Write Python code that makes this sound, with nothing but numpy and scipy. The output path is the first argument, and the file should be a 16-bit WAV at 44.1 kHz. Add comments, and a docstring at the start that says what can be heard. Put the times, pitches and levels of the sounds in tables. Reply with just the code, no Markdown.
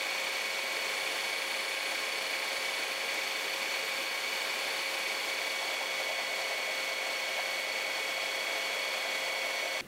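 """In a yard, a hand belt sander lies on its back and runs at about 32000 rpm: motor whine, a toothed drive belt
and a reduction gear sound over rushing cooling air, their periods all set by one shaft. After five seconds a
steel bolt is pressed on the sanding belt; the motor sags a little under the load, the bolt head rubs and
chatters by friction, and a narrow bearing-like tone joins in. Just before the end the scene changes: the
machine's sound stops dead and a quiet outdoor rumble takes its place."""
import sys
import numpy as np
from scipy import signal
from scipy.fft import rfft, irfft, next_fast_len
from scipy.io import wavfile

SR = 44100
rng = np.random.default_rng(int(sys.argv[2]) if len(sys.argv) > 2 else 0)


def master(y):
    """Save y as 16-bit WAV."""
    cut = np.clip(np.atleast_2d(y).T, -1, 1)
    pcm = np.round(cut * 32767)  # scale
    wavfile.write(sys.argv[1], SR, pcm.astype(np.int16))


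N = 435266
TIME = np.arange(N) / SR
MAINS_HZ, STOP_S = 50, 9.8095
# turns or laps per turn of the motor shaft
PULLEY_RATIO, DRUM_RATIO = 5 / 12, 5 / 12 * 5 / 33
DRIVE_BELT_RATIO, SANDING_BELT_RATIO = .0211, .019


def undb(db):
    """Amplitude ratio of a level: tenfold for every 20 dB."""
    return 10 ** (np.asarray(db) / 20)


def walk(rate):
    """Random fluctuation: straight lines join standard normal values, rate of them a second."""
    steps = rng.standard_normal(8192)
    return np.interp(TIME * rate, np.arange(len(steps)), steps)


def swing(turns, lead=0.):
    """Simple harmonic motion, one cycle a turn; the phase lead is in turns."""
    return np.cos(2 * np.pi * (turns + lead))


def noise():
    """White noise with unit power per Hz."""
    return rng.standard_normal(N) * np.sqrt(SR / 2)


def shape(x, response):
    """Linear filtering: the spectrum is multiplied by a frequency response."""
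    size = next_fast_len(N + 4096)
    hz = np.maximum(np.arange(size // 2 + 1) * SR / size, 1)
    return irfft(rfft(x, size) * response(hz), size)[:N]


def colour(x, points):
    """Spectral envelope: (f/Hz, level/dB) points joined on a logarithmic frequency axis."""
    hz, db = np.transpose(points)
    return shape(x, lambda f: undb(np.interp(np.log(f), np.log(hz), db)))


def ring(x, modes):
    """Resonance: x drives steep (f/Hz, bandwidth/Hz, level/dB) modes whose powers add."""
    def response(f):
        gains = (undb(db) / (1 + ((f * f - hz * hz) / (f * width)) ** 2) for hz, width, db in modes)
        return np.sqrt(sum(gain ** 2 for gain in gains))
    return shape(x, response)


def yard():
    """Ambient noise: a quiet rumble with most of its power at low frequencies."""
    # outdoor spectrum: f/Hz, spectrum level/dB
    spectrum = [(25, -80), (100, -84), (280, -72), (420, -79), (800, -90), (2400, -89), (5000, -99),
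                (15000, -102)]
    return colour(noise(), spectrum)


def air(load, drive_laps):
    """Broadband flow noise: cooling air and belt hiss flutter together and pulse with the drive belt."""
    # air and running belt: f/Hz, relative spectrum level/dB
    spectrum = [(25, -109), (60, -104), (150, -91), (260, -81.5), (420, -73.5), (800, -71.5), (1250, -75.5),
                (1900, -74), (3600, -76.5), (4900, -81.5), (7000, -83.5), (9000, -87.5), (10500, -91),
                (15500, -96)]
    flutter_db = .66 * walk(20)
    pulsing = 1 + .048 * swing(2 * drive_laps, lead=-.5)
    return colour(noise() * pulsing, spectrum) * undb(flutter_db - load)


def brushes(load, drive_laps):
    """Spark discharge: the commutator sizzles, in bunches as the drive belt tugs the shaft."""
    # resonances of the sizzle: f/Hz, bandwidth/Hz, relative level/dB
    modes = [(12850, 730, -90.5), (12600, 4500, -94)]
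    bunching = 1 + .5 * swing(2 * drive_laps, lead=-.45)
    sparks = noise() * undb(3.1 * walk(700)) * bunching
    return ring(sparks, modes) * undb(-3.5 - 2 * load + .5 * walk(8))


def swell(tone, fade_s=.25):
    """Slow amplitude modulation of a named tone, in dB: each swell or dip fades in, holds and fades out."""
    # swells and dips: start t/s, end t/s, tone, change of level/dB
    swells = [(0, .6, "low whistle", 3), (.85, 3.05, "middle whistle", 7.5), (3.1, 3.7, "low whistle", 3),
              (3.3, 5.7, "high whistle", 7), (3.4, 5.1, "gear whine", -1),
              (4.4, 5.8, "middle whistle", 4.5), (5.2, 6.2, "gear whine", 2.5),
              (8.0, 9.4, "gear whine", 3.5), (9.4, 9.9, "low whistle", 3)]
    return sum(db * np.clip(.5 + np.minimum(TIME - start, end - TIME) / fade_s, 0, 1)
               for start, end, name, db in swells if name == tone)


def rotor(turns, load, mains_ripple):
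    """Shaft harmonics: unbalance and fan blades buzz with the mains; three whistles come and go."""
    # rotor and fan tones: shaft order, free level/dB, loaded level/dB
    harmonics = [(1, -49, -47.5), (2, -53.5, -56), (3, -53.5, -57.5), (5, -72, -59), (6, -59, -55.5),
                 (9, -66, -71), (12, -64, -64), (13, -66, -76), (15, -81, -79), (17, -64, -70),
                 (19, -86, -80)]
    # motor whistles: name, shaft order, free level/dB, loaded level/dB
    high_tones = [("low whistle", 11, -60.5, -58), ("middle whistle", 18, -63, -69),
                  ("high whistle", 24, -69, -72)]
    turns = turns + .003 * walk(30)
    hum = whistles = 0
    for order, free, loaded in harmonics:
        db = free + (loaded - free) * load + .37 * walk(25)
        hum += undb(db) * swing(order * turns, lead=rng.random())
    for name, order, free, loaded in high_tones:
        db = free + (loaded - free) * load + swell(name) + 1.4 * walk(4)
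        whistles += undb(db) * swing(order * turns)
    buzz = hum * (1 + .5 * swing(mains_ripple))
    return np.sqrt(2) * (buzz + whistles * undb(.8 * walk(25)))


def tug(drive_laps, load):
    """Periodic forcing: the unevenly worn drive belt tugs alike every lap, less so when pulled taut."""
    pattern = (.12 * swing(drive_laps, lead=-.27) + .3 * swing(2 * drive_laps, lead=-.24)
               + .1 * swing(4 * drive_laps) + .2 * swing(8 * drive_laps, lead=.27))
    return pattern * (1 - .78 * load)


def rattle(turns, load, drum, mains_ripple, tugging):
    """Impact excitation: teeth ring the case in bursts, once per pulley turn and drum turn."""
    # gear case resonances: f/Hz, bandwidth/Hz, relative level/dB
    case_modes = [(1990, 370, -71.5), (2327, 470, -66.5), (2470, 34, -67), (2950, 320, -71.5),
                  (3554, 210, -74), (4314, 290, -71.5), (4472, 230, -75.5), (5270, 140, -77)]
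    bursts = (1 + .17 * swing(drum, lead=-.17) + .4 * swing(turns * PULLEY_RATIO)
              + .083 * swing(mains_ripple) + .28 * tugging)
    db = -1.5 - 2.7 * load + .25 * walk(25)  # load takes up the slack
    return ring(noise() * bursts, case_modes) * undb(db)


def gears(turns, load, drum, mains_ripple, tugging, whine_order=15):
    """Modulated mesh tones: the off-centre drum gear and the mains ripple make them throb and waver."""
    # pulley and pinion tones: pulley order, free and loaded relative level/dB, throb depth, lag/drum turns
    mesh_tones = [(1, -78.5, -82, 0, 0), (5, -64.5, -65, 0.4, 0.34), (9, -56, -47, 0.1, 0.2),
                  (10, -43, -40, 0.3, 0.32), (11, -54.5, -56, 0.2, 0.34), (13, -64, -56, .3, 0.064),
                  (15, -51.5, -49.5, 0.62, 0.41), (16, -58, -65, 0.2, 0.46), (19, -59, -62, .4, 0.47),
                  (20, -50, -49, 0.7, 0.0037)]
    waver = .0066 * swing(drum, lead=.45) + .0011 * swing(mains_ripple, lead=-.11) + .0007 * walk(150)
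    pulley = turns * PULLEY_RATIO + waver
    force = 1 + .26 * swing(mains_ripple) + .79 * tugging
    tones = 0
    for order, free, loaded, depth, lag in mesh_tones:
        db = free + (loaded - free) * load + .88 * walk(120)
        if order == whine_order:
            db += swell("gear whine")
        # load presses the teeth together: the throb comes later and shallower
        throb = 1 + depth * (1 - .29 * load) * swing(drum, lead=-lag - .13 * load)
        tones += undb(db) * throb * swing(order * pulley, lead=rng.random())
    return np.sqrt(2) * undb(.5) * force * tones


def bolt(load, laps, splice_s=5.615):
    """Sliding friction: the bolt head rubs, rasps on the belt's splice and catches at times."""
    # resonances heard under load: the plate's rub near 615 and 717 Hz, and a narrow bearing-like
    # tone near 673 Hz: f/Hz, bandwidth/Hz, relative level/dB
    load_modes = [(615, 77, -70.5), (673, 24, -66.5), (717, 60, -78)]
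    # the bolt head catches: t/s, relative level/dB
    catches = [(5.611, 0), (5.695, 0), (5.805, 3), (6.0, 1), (6.09, 2), (6.18, 1), (6.405, 1), (6.505, -1),
               (7.378, 4.5), (7.969, -1)]
    # a knock shakes the whole plate, so it is broader than the rub: f/Hz, relative spectrum level/dB
    rasp_spectrum = [(60, -130), (450, -92), (660, -67), (780, -70), (900, -69), (1200, -84), (4000, -90),
                     (15000, -112)]
    # the splice passes under the bolt once a lap, one such pass at splice_s
    from_splice = (laps - np.interp(splice_s, TIME, laps) + .5) % 1 - .5
    judder = undb(-4 + 1.4 * walk(8)) * load * np.exp(-(from_splice / .15) ** 2)
    for start, db in catches:
        age = np.maximum(TIME - start, 0) / .010  # each catch peaks after 10 ms
        judder += undb(db) * age * np.exp(1 - age)
    grit = noise() * undb(1.7 * walk(500))
    thickness = 1 + .29 * swing(from_splice)  # the belt is thicker near the splice
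    rub_and_tone = ring(grit * load * thickness, load_modes) * undb(3)
    rasp = colour(noise() * judder, rasp_spectrum)
    scrape = colour(grit, [(60, -130), (300, -110), (900, -83), (1500, -83),
                           (3200, -98), (6000, -102), (15000, -110)])
    return rub_and_tone + rasp + scrape * load


def shaft_speed(load, free_hz=536.55, creep_hz_per_s=.865, sag_hz=12.3, inertia_s=.3):
    """Rotational inertia: the motor's speed, creeping upward, sags under load with a first-order lag."""
    step = 1 / (inertia_s * SR)
    drag = signal.lfilter([step], [1, step - 1], load)
    return free_hz + creep_hz_per_s * TIME - sag_hz * drag


def scene():
    """Superposition: the parts driven by one shaft add up; at STOP_S the scene changes to the quiet yard."""
    # how hard the bolt bears on the belt: t/s, pressure (0-1)
    pressure = [(4.75, 0), (5.45, .33), (6.1, .79), (7, .75), (8.9, .79), (9.5, 1)]
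    load = np.interp(TIME, *np.transpose(pressure))
    turns = np.cumsum(shaft_speed(load)) / SR
    drum, drive_laps = turns * DRUM_RATIO, turns * DRIVE_BELT_RATIO
    mains_ripple = 2 * MAINS_HZ * TIME  # phase in cycles: the motor pulls twice per mains cycle
    tugging = tug(drive_laps, load)
    machine = rotor(turns, load, mains_ripple) + brushes(load, drive_laps) + air(load, drive_laps)
    machine += gears(turns, load, drum, mains_ripple, tugging)
    machine += rattle(turns, load, drum, mains_ripple, tugging)
    machine += bolt(load, turns * SANDING_BELT_RATIO)
    return np.where(TIME < STOP_S, machine, yard())[None]


def record(dry):
    """Band limiting: a steep elliptic low-pass removes the treble above 15750 Hz."""
    return signal.sosfilt(signal.ellip(12, .1, 70, 15750, fs=SR, output="sos"), dry)


dry = scene()
out = record(dry)
master(out)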